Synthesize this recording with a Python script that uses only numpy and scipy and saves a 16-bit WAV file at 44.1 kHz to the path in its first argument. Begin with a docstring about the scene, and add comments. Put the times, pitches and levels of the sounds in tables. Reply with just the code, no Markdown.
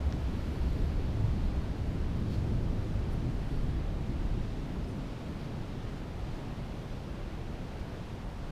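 """Distant surf in a rock cave.

A long set of waves rumbles in through the mouth, booms in two low modes of the cave and ebbs.
The rock smears its wash into a steady hiss. Close by, someone steps softly over sand,
with a few faint scuffs, one dry tick of grit and two tiny drips."""
import sys
import numpy as np
from scipy import signal
from scipy.fft import rfft, irfft
from scipy.io import wavfile

SR = 44100
rng = np.random.default_rng(int(sys.argv[2]) if len(sys.argv) > 2 else 0)


def generate_wav(sig):
    """Save sig (samples, or channels by samples) to the path in sys.argv[1] as 16-bit PCM at SR."""
    pcm = np.round(np.clip(np.atleast_2d(sig).T, -1, 1) * 32767).astype(np.int16)
    wavfile.write(sys.argv[1], SR, pcm)


N = 375291
TIME = np.arange(N) / SR
FREQS = np.maximum(np.arange(N // 2 + 1) * SR / N, 1)


# EQ curve of the surf's low end: f/Hz, level/dB
RUMBLE_EQ = [(8, -17), (16, -3), (28, 2), (48, -1), (75, -3), (100, -7.5), (140, -22), (400, -69),
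             (2000, -100)]

def surf_rumble(start_s=.05, attack_s=.47, end_s=4.32, release_s=.45, set_db=-33.5, calm_db=-40.5):
    """The bass heaves up, holds while the set of waves lasts and drops back to the calm sea."""
    attack = (TIME - start_s) / attack_s
    release = 1 - (TIME - end_s) / release_s
    envelope = np.clip(np.minimum(attack, release), 0, 1)
    return churn(RUMBLE_EQ, rate_hz=7.3, depth_db=1.1) * undb(calm_db + (set_db - calm_db) * envelope)


# Heavy breakers at their peaks: t/s, level/dB
BREAKER_HITS = [(1.24, -37), (2.58, -33), (4.35, -39.5), (5.75, -41.5)]

def breaker_envelope(reference_db=-35, doubling_db=5.5):
    """The force of the breakers: each swells and dies away, the heavier the slower."""
    power = 0
    for peak_s, db in BREAKER_HITS:
        stretch = 2 ** ((db - reference_db) / doubling_db)
        db_per_s = 30 / stretch
        power += (undb(db) * swell(peak_s, db_per_s, db_per_s)) ** 2
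    return np.sqrt(power)


# EQ curve of the roar, the body above the bass: f/Hz, level/dB
ROAR_EQ = [(50, -18), (85, -8), (110, -1.5), (145, -1.5), (200, -5.5), (290, -10), (380, -14.5),
           (520, -23.5), (1000, -40), (4000, -100)]

def surf_roar(breakers, crest_db=-36.5, breaker_send_db=-5):
    """Tumbling water builds slowly to one crest and ebbs; each breaker adds a push."""
    bed = undb(crest_db) * swell(peak_s=2.64, rise_db_per_s=.64, fall_db_per_s=1.35)
    envelope = np.hypot(bed, undb(breaker_send_db) * breakers)
    return churn(ROAR_EQ, rate_hz=6.7, depth_db=1.24) * envelope


def cave_boom(envelope, hz, width_hz):
    """One low mode of the cave, kept ringing by the surf: a narrow band of noise."""
    resonance = 1 / (1 + 2j * (FREQS - hz) / width_hz) ** 2
    return unit_rms(irfft(rfft(rng.standard_normal(N)) * resonance, N)) * envelope


def deep_boom(start_db=-31.5, fade_db_per_s=6.5, throb_db=.6):
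    """The cave's deepest mode rings from the outset, throbs unevenly and fades."""
    envelope = undb(start_db - fade_db_per_s * TIME + throb_db * wobble(rate_hz=11))
    return cave_boom(envelope, hz=69.4, width_hz=12)


# EQ curve of the wash, full in the mids with a dull top: f/Hz, level/dB
WASH_EQ = [(60, -40), (150, 1), (400, 0.83), (620, 0.33), (1000, -5), (1900, -11.5), (2900, -14),
           (4200, -18), (5500, -22.6), (7500, -29), (10000, -33), (15000, -39)]

def shore_wash(level_db=-48, lift_db=1.4, settle_s=1.16):
    """Far-off broken water blurs into an even hiss that settles from a slightly louder start."""
    envelope = undb(level_db + lift_db * np.exp(-TIME / settle_s))
    return churn(WASH_EQ, rate_hz=2.4, depth_db=.57) * envelope


# Soles on sand: peak t/s, half-width t/s, scrape level/dB, hiss level/dB, hiss centre f/Hz
FOOT_SCUFFS = [(.58, 0.51, -65.5, -74, 12000), (1.6, 0.96, -67, -91, 11500),
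               (2.335, 0.041, -56, -71, 12000), (3.13, 0.028, -66, -67, 10500),
               (3.55, 0.22, -66, -73, 8800), (5.427, .05, -60.5, -75, 11500), (5.98, .03, -62, -79, 11500),
               (7.8, .03, -63, -77, 11500)]
# EQ curve of the gritty scrape: f/Hz, level/dB
SCRAPE_EQ = [(500, -9), (1500, 2), (3200, -0.5), (4500, 4), (6000, -12.5), (9000, -24), (15000, -30)]
# EQ curve of the airy sand hiss: f/hiss centre, level/dB
SAND_EQ = [(.26, -14), (.52, 1), (.78, -4), (1, 0), (1.25, -5), (2, -22)]

def sand_scuffs(grain_db=2.4):
    """A sole presses, slides and lifts: uneven grains scrape and sand hisses, the finer the higher."""
    noise = rng.standard_normal((2, N))
    crunch = undb(grain_db * np.minimum(rng.exponential(size=(2, N)), 5))
    scrape_grains, hiss_grains = noise * crunch
    scrape = equalise(scrape_grains, SCRAPE_EQ)
    steps = 0
    for peak_s, half_width_s, scrape_db, hiss_db, hiss_hz in FOOT_SCUFFS:
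        hiss = equalise(hiss_grains, [(ratio * hiss_hz, db) for ratio, db in SAND_EQ])
        pressure = np.exp(-((TIME - peak_s) / half_width_s) ** 2)
        steps += pressure * (undb(scrape_db) * scrape + undb(hiss_db) * hiss)
    return steps


# Grit snapping underfoot: t/s, level/dB
GRIT_HITS = [(.125, -31)]
# Partials of the snap: f/Hz, t60/s, relative level/dB
GRIT_PARTIALS = [(1900, .003, -3), (3600, .002, -3), (5300, .002, -1)]

def grit_tick(cutoff_hz=6400):
    """A bit of grit snaps and dies within milliseconds; the sole over it muffles the top."""
    snap = sum(undb(hit_db + partial_db) * ping(start_s, hz, t60)
               for start_s, hit_db in GRIT_HITS for hz, t60, partial_db in GRIT_PARTIALS)
    return signal.sosfilt(signal.butter(8, cutoff_hz, fs=SR, output="sos"), snap)


# Drops landing: t/s, f/Hz, level/dB, t60/s
DRIP_HITS = [(4.844, 5130, -56, 0.053), (4.875, 8780, -69.5, .2)]

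def drips():
    """Falling water lands in tiny high pings."""
    return sum(undb(db) * ping(start_s, hz, t60) for start_s, hz, db, t60 in DRIP_HITS)


def cave_reverb(x, t60, wet_db):
    """Direct sound plus a diffuse tail from the rock walls."""
    tail = rng.standard_normal(N) * np.exp(-np.log(1000) * TIME / t60)
    return x + undb(wet_db) * signal.fftconvolve(x, tail / np.linalg.norm(tail))[:N]


def churn(curve, rate_hz, depth_db):
    """Turbulence: shaped noise whose ten octave bands each rise and fall on their own."""
    spectrum = rfft(equalise(rng.standard_normal(N), curve))
    octave = np.clip(np.log2(FREQS / 30), 0, 9)
    bands = (irfft(spectrum * np.maximum(1 - abs(octave - k), 0), N) for k in range(10))
    return unit_rms(sum(band * undb(depth_db * wobble(rate_hz)) for band in bands))


def equalise(x, curve):
    """Filter by an EQ curve of (f/Hz, level/dB) points; rms 1."""
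    hz, db = np.transpose(curve)
    gain = undb(np.interp(np.log(FREQS), np.log(hz), db))
    return unit_rms(irfft(rfft(x) * gain, N))


def wobble(rate_hz):
    """Smooth random modulation that rolls off around rate_hz; rms 1."""
    lowpass = np.exp(-(FREQS / rate_hz) ** 2 / 2)
    return unit_rms(irfft(rfft(rng.standard_normal(N)) * lowpass, N))


def swell(peak_s, rise_db_per_s, fall_db_per_s):
    """A fade up to unity gain and down again, each straight in dB."""
    return undb(-np.maximum((peak_s - TIME) * rise_db_per_s, (TIME - peak_s) * fall_db_per_s))


def ping(start_s, hz, t60):
    """A struck mode: a decaying sine."""
    age = np.maximum(TIME - start_s, 0)
    return np.sin(2 * np.pi * hz * age) * np.exp(-np.minimum(np.log(1000) * age / t60, 20))


def undb(db):
    """Decibels to gain."""
    return 10 ** (np.asarray(db) / 20)


def unit_rms(x):
    """Scale to rms 1."""
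    return x / np.sqrt(np.mean(x ** 2))


def scene():
    """Mono mix: surf fills the cave, breakers ring its upper mode, steps and drips echo off the walls."""
    breakers = breaker_envelope()
    surf = surf_rumble() + surf_roar(breakers) + shore_wash()
    booms = deep_boom() + cave_boom(breakers, hz=105.4, width_hz=12.8)
    steps = cave_reverb(sand_scuffs() + grit_tick(), t60=1.0, wet_db=-7.5)
    drops = cave_reverb(drips(), t60=.5, wet_db=-3)
    return (surf + booms + steps + drops)[None]


def record(dry, fade_s=.005, cutoff_hz=15250):
    """A quick fade at each end and a steep high cut."""
    fades = np.minimum(np.minimum(TIME, TIME[::-1]) / fade_s, 1)
    high_cut = signal.ellip(12, .1, 90, cutoff_hz, fs=SR, output="sos")
    return signal.sosfilt(high_cut, dry * fades)


dry = scene()
out = record(dry)
generate_wav(out)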